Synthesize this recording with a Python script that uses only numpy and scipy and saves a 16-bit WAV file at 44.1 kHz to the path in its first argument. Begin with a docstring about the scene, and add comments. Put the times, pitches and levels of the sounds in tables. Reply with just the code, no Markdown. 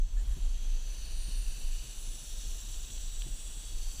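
"""A large snake gives one long hiss on stony ground, close to a moving hand-held camera.
Air rushes through its open mouth: noise in many narrow resonances that shift as the head turns,
with a faint, bright echo off the stones. Its scales brush the ground and a few pebbles click.
Underneath, the grip bumps the camera softly, wind rumbles on the microphone and the open air
lays down a quiet bed."""
import sys
import numpy as np
from scipy import signal
from scipy.fft import rfft, irfft
from scipy.io import wavfile
from scipy.ndimage import uniform_filter1d

SR = 44100
rng = np.random.default_rng(int(sys.argv[2]) if len(sys.argv) > 2 else 0)


def to_wav(sig):
    """Store sig (one row per channel, or 1-D mono) as 16-bit WAV at the path in sys.argv[1].

    Samples outside -1..1 are clipped; the rate is SR.
    """
    pcm = np.clip(np.atleast_2d(sig), -1, 1) * 32767
    pcm = np.round(pcm).astype(np.int16)
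    wavfile.write(sys.argv[1], SR, pcm.T)  # frames by channels


N = 176400
FFT_SIZE, HOP = 1024, 256
BIN_HZ = np.fft.rfftfreq(FFT_SIZE, 1 / SR)
FRAME_S = np.arange(N // HOP + 5) * HOP / SR
TIME = np.arange(N) / SR

# force of the hiss: t/s, level/dB before the trim
HISS_FORCE = [(0, -58.5), (.14, -59.5), (.43, -55), (.75, -53), (.95, -51.3), (1.3, -49.5), (1.6, -50.5),
              (2.15, -48.5), (2.7, -48.5), (3.2, -49), (3.62, -49), (3.74, -50.5), (3.93, -48), (4, -49)]
# treble shelf against the body of the hiss: t/s, level/dB
HISS_TREBLE = [(0, -10), (.14, -2), (.36, 0), (.55, -3), (.8, -2), (1.2, -0.5), (1.6, 1), (2.3, 0.5),
               (3.2, -1), (3.6, 0), (3.9, 2.5)]
HISS_TRIM_DB, SHELF_FROM_HZ, SHELF_FULL_HZ = 0.5, 7100, 10300
# head movement: t/s, pose (0 reaching forward, 1 drawn back)
HEAD_POSE = [(0, 0.74), (.6, 0.2), (1.3, 0), (1.75, 0.14), (2.25, 0.99), (3.0, 1), (3.6, 0.8), (4, .7)]
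# the mouth's shape bends its formants and notches: t/s, shift/%
MOUTH_DRIFT = [(0, 0), (.7, 1), (1.3, 0.3), (1.8, 0), (2.3, 0), (3.1, 2.3), (3.6, 1.5), (3.85, -.5),
               (4, -.5)]
# broad rush of breath under the resonances: f/Hz, relative level/dB
BREATH_EQ = [(900, -29.5), (1600, -12.5), (2150, -19.5), (2700, -14), (4300, -6.5), (5250, -15.5),
             (5800, -9.5), (7800, -9), (10000, -20), (11500, -19), (13600, -18), (15300, -19)]
# mouth formants: f/Hz before drift, width/Hz, relative level/dB forward, relative level/dB drawn back
FORMANTS = [(1730, 350, -10, -38), (2654, 390, -2, -7.5), (2930, 240, -0.5, -3.5), (3720, 215, -4, 2),
            (4000, 380, -6.5, -16), (4800, 170, -11, -13), (5652, 373, -4, 2.5), (6745, 184, -3, 3),
            (7310, 260, -7, 3), (8560, 200, -11.5, -0.5), (10200, 310, -16, -7), (10700, 220, -31, -15),
            (14450, 550, -18, -8.5)]
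# hollows between the formants: f/Hz before drift, width/Hz, share of power lost
MOUTH_NOTCHES = [(2140, 170, 0.5), (5270, 190, 0.4), (6460, 120, 0.26), (8180, 130, 0.25)]
# seven resonances that glide and swell on their own, low to high: t/s, f/Hz, relative level/dB
THIN_PEAK = [(0, 3330, 0.5), (.55, 3260, 4.5), (1, 3300, -1.5), (1.4, 3270, -16), (2.05, 3320, 0),
             (3.1, 3350, 2.5), (3.6, 3370, 4.5), (4, 3250, 0)]
LOW_PEAK = [(0, 4350, -1.5), (.7, 4440, -3.5), (1.2, 4460, 3.5), (1.7, 4500, -2), (2.3, 4320, -4),
            (3.0, 4450, -3), (3.45, 4460, -7), (3.9, 4520, 3.5), (4, 4600, 2)]
MID_PEAK = [(0, 6160, 10.5), (.2, 6230, 0.5), (.85, 6170, 6.5), (1.3, 5960, 2), (1.9, 6110, 4),
            (2.15, 6090, 5.5), (2.9, 6200, 1), (3.4, 6300, -6), (3.9, 6100, 5.5)]
HIGH_PEAK = [(0, 7800, 3), (.45, 7540, 0), (1.1, 7850, -8.5), (1.6, 7650, -1.5), (2.15, 7750, 4.5),
             (2.5, 7700, 1.5), (3.2, 7880, 6), (3.62, 7960, 6.5), (3.8, 7850, 2), (4, 7540, 7)]
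BRIGHT_PEAK = [(0, 9000, -10), (.35, 9550, -3), (.75, 9640, -7), (1.25, 9200, 3.5), (1.58, 9240, -0.5),
               (1.8, 9370, -4), (2.1, 9630, 1.5), (2.45, 9940, -4.5), (3.05, 9440, -8.5), (3.5, 9170, -1.5),
               (3.9, 9600, -5)]
LOW_SIZZLE = [(0, 9500, -14), (.9, 9900, -11), (1.3, 10900, -10), (1.8, 11100, -7.5), (2.2, 11100, -12),
              (2.9, 11600, -12), (3.4, 11300, -11), (4, 11300, -12)]
HIGH_SIZZLE = [(0, 11200, -13), (.5, 11400, -10), (.9, 12000, -12), (1.4, 12600, -11), (1.85, 13000, -18),
               (2.4, 12500, -20), (3.1, 11900, -25), (3.55, 12300, -15), (4, 13200, -16)]
# those seven in the same order: width/Hz
PEAK_WIDTHS_HZ = (136, 413, 256, 380, 690, 380, 696)
# echo off the stones as the camera moves: t/s, delay/ms
ECHO_DELAY = [(0, 2.2), (1, 1.83), (2, 1.68), (3, 1.78), (4, 1.66)]
# strokes of scales on stone: t/s, length/s, level/dB
SCALE_STROKES = [(0.161, .07, -57), (0.293, 0.065, -60)]
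# tone of the scales: f/Hz, relative level/dB
SCALE_EQ = [(400, -25), (620, 2), (1200, -19), (1780, 7), (2200, -12), (3800, -8), (5200, -15), (7400, 5),
            (8200, -1), (9500, -22), (15000, -35)]
# pebble knocks: t/s, relative level/dB
PEBBLE_HITS = [(2.743, -11), (2.904, -10), (2.979, -8.5), (3.2207, -1)]
# ring of a pebble: f/Hz, relative level/dB, decay/s
PEBBLE_MODES = [(3120, -26.5, 0.00076), (1900, -46, 0.00056), (3800, -40, .0005)]
# bumps of the grip: t/s, relative level/dB, decay/s
GRIP_BUMPS = [(.217, -53, .035), (.362, -42.5, 0.014), (1.051, -54, 0.018), (1.275, -45.5, 0.013),
              (1.83, -55, 0.038), (2.131, -48.5, .02), (2.63, -58, 0.017), (3.255, -44, 0.022),
              (3.553, -53, 0.014)]
# tone of the grip's rub: f/Hz, relative level/dB
RUB_EQ = [(40, -14), (90, -29.5), (130, 10), (180, -19.5), (250, -6.5), (360, -13.5), (520, -27),
          (1500, -38)]
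# gusts on the microphone: t/s, level/dB before the trim
WIND_GUSTS = [(0.0, -24.5), (0.13, -28), (0.77, -27), (0.9, -34), (1.5, -28.5), (1.59, -40.5),
              (1.65, -24.5), (1.96, -45.5), (1.98, -34), (2.08, -32.5), (2.14, -41), (2.55, -32),
              (2.56, -37), (3.15, -34.5), (3.17, -32), (3.56, -39.5), (3.82, -30.5), (4.0, -36.5)]
# tone of the wind: f/Hz, relative level/dB
WIND_EQ = [(8, -22), (18, -3), (26, 5.5), (40, -2.5), (50, -10), (62, -21.5), (80, -26.5), (110, -36),
           (200, -47.5), (500, -69)]
# tone of the open air: f/Hz, relative level/dB
AIR_EQ = [(30, 8.5), (70, 13.5), (100, 7.5), (130, 8.5), (170, 4), (250, 2), (400, -1), (700, -4),
          (1200, -7.5), (2200, -11), (6000, -24.5), (15000, -34)]


def hiss(ripple_db=0.79, flutter_db=0.63):
    """Turbulent breath through the mouth, with a slow ripple and a quick flutter in its tone."""
    t = FRAME_S[:, None]
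    shelf = np.clip((BIN_HZ - SHELF_FROM_HZ) / (SHELF_FULL_HZ - SHELF_FROM_HZ), 0, 1)
    treble = amp(shelf * curve(HISS_TREBLE, t))
    power = mouth_response(t) * (treble * stone_echo(t)) ** 2
    tone = np.sqrt(power / power.sum(1, keepdims=True))  # equal power in every frame
    ripple = ripple_db * wobble(span_s=0.43, span_hz=150)
    flutter = flutter_db * wobble(span_s=0.018, span_hz=7700)
    return moving_noise(tone * amp(ripple + flutter)) * amp(curve(HISS_FORCE, TIME) + HISS_TRIM_DB)


def mouth_response(t):
    """Power spectrum of the open mouth: broad breath, formants, gliding peaks and notches."""
    pose = curve(HEAD_POSE, t)
    bend = 1 + curve(MOUTH_DRIFT, t) / 100
    power = eq_gain(BREATH_EQ, BIN_HZ) ** 2
    for hz, width, forward_db, back_db in FORMANTS:
        power = power + resonance(hz * bend, width, forward_db + (back_db - forward_db) * pose)
    peaks = (THIN_PEAK, LOW_PEAK, MID_PEAK, HIGH_PEAK, BRIGHT_PEAK, LOW_SIZZLE, HIGH_SIZZLE)
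    for peak, width in zip(peaks, PEAK_WIDTHS_HZ):
        power += resonance(curve(peak, t), width, curve(peak, t, column=2))
    for hz, width, loss in MOUTH_NOTCHES:
        power *= 1 - loss * np.exp(-((BIN_HZ - hz * bend) / width) ** 2)
    return power


def resonance(centre_hz, width_hz, db):
    """Power response of one steep resonance."""
    return (amp(db) / (1 + 2 * ((BIN_HZ - centre_hz) / width_hz) ** 2)) ** 2


def stone_echo(t, echo_db=-17, full_hz=9000):
    """Moving comb filter from one short echo; small stones reflect mostly treble."""
    delay_s = curve(ECHO_DELAY, t) / 1000
    reflection = amp(echo_db) * np.minimum(BIN_HZ / full_hz, 1)
    return abs(1 + reflection * np.exp(-2j * np.pi * BIN_HZ * delay_s))


def scale_scrapes():
    """Scales brush the stones in short, rounded swells of noise."""
    envelope = np.zeros(N)
    for start, length, db in SCALE_STROKES:
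        progress = np.clip((TIME - start) / length, 0, 1)
        envelope += amp(db) * np.sqrt(abs(np.sin(np.pi * progress)))
    return envelope * steady_noise(SCALE_EQ)


def pebble_clicks(attack_s=0.00023):
    """Small stones knock together and ring for a few cycles."""
    out, t = np.zeros(N), TIME[:1024]
    ring = sum(amp(db) * np.exp(-t / decay) * np.sin(2 * np.pi * hz * t)
               for hz, db, decay in PEBBLE_MODES)
    click = np.minimum(t / attack_s, 1) * ring
    for start, db in PEBBLE_HITS:
        first = round(start * SR)
        out[first:first + len(click)] += amp(db) * click
    return out


def grip_bumps(attack_s=0.011, thud_hz=126, thud_db=-2, rub_db=-1):
    """Short dull bumps: a rub of the grip and a low thud in the camera's housing."""
    out = np.zeros(N)
    rub = amp(rub_db) * steady_noise(RUB_EQ)
    for start, db, decay in GRIP_BUMPS:
        age = np.maximum(TIME - start, 0)
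        envelope = np.minimum(age / attack_s, 1) * np.exp(-np.maximum(age - attack_s, 0) / decay)
        thud = amp(thud_db) * np.sin(2 * np.pi * thud_hz * age)
        out += amp(db) * envelope * (rub + thud)
    return out


def wind_rumble(trim_db=-1.5):
    """Deep buffeting on the microphone, rising and falling with the gusts."""
    rumble = steady_noise(WIND_EQ)
    running_rms = np.sqrt(uniform_filter1d(rumble ** 2, size=9000) + 1e-9)
    levelled = rumble / running_rms
    return levelled * amp(curve(WIND_GUSTS, TIME) + trim_db)


def air_bed(level_db=-57, stir_db=3, stir_below_hz=350, fade_from_db=-6.5, fade_s=0.27):
    """Quiet outdoor wash that fades up quickly, its low end stirred by the breeze."""
    stir = stir_db * wobble(span_s=0.018, span_hz=570) / (1 + (BIN_HZ / stir_below_hz) ** 2)
    fade_db = fade_from_db * np.clip(1 - TIME / fade_s, 0, 1)
    return moving_noise(eq_gain(AIR_EQ, BIN_HZ) * amp(stir)) * amp(level_db + fade_db)


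def amp(db):
    """Decibels to gain."""
    return 10 ** (np.asarray(db) / 20)


def unit_rms(x):
    """Scales to rms 1."""
    return x / np.sqrt(np.mean(x ** 2) + 1e-20)


def curve(rows, t, column=1):
    """One column of an automation curve at the times t."""
    rows = np.array(rows)
    return np.interp(t, rows[:, 0], rows[:, column])


def eq_gain(eq, hz):
    """Gain of an EQ curve, joined on a log-frequency axis."""
    f, db = np.transpose(eq)
    return amp(np.interp(np.log(hz + 1), np.log(f + 1), db))


def steady_noise(eq):
    """White noise through an EQ curve, at rms 1."""
    white = rfft(rng.standard_normal(N))
    return unit_rms(irfft(white * eq_gain(eq, np.fft.rfftfreq(N, 1 / SR)), N))


def moving_noise(gain):
    """Noise whose spectrum follows a frames x bins gain, at rms 1."""
    white = rng.standard_normal(gain.shape) + 1j * rng.standard_normal(gain.shape)
    _, sound = signal.istft((white * gain).T, nperseg=FFT_SIZE, noverlap=FFT_SIZE - HOP)
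    return unit_rms(sound[:N])


def wobble(span_s, span_hz):
    """Smooth random modulation over frames and bins, at rms 1."""
    shape = (len(FRAME_S), len(BIN_HZ))
    white = np.fft.rfft2(rng.standard_normal(shape))
    per_s = np.fft.fftfreq(len(FRAME_S), HOP / SR)[:, None]
    per_hz = np.fft.rfftfreq(len(BIN_HZ), SR / FFT_SIZE)
    blur = np.exp(-2 * ((per_s * span_s) ** 2 + (per_hz * span_hz) ** 2))
    return unit_rms(np.fft.irfft2(white * blur, shape))


def scene():
    """Mono mix of the snake, the weather and the small knocks."""
    return (hiss() + scale_scrapes() + wind_rumble() + air_bed() + grip_bumps() + pebble_clicks())[None]


def record(dry, cutoff_hz=15280):
    """The camera's band limit: a steep low-pass on the whole mix."""
    lowpass = signal.firwin(511, cutoff_hz, window=("kaiser", 9), fs=SR)
    return signal.oaconvolve(dry, lowpass[None], "same")


dry = scene()
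out = record(dry)
to_wav(out)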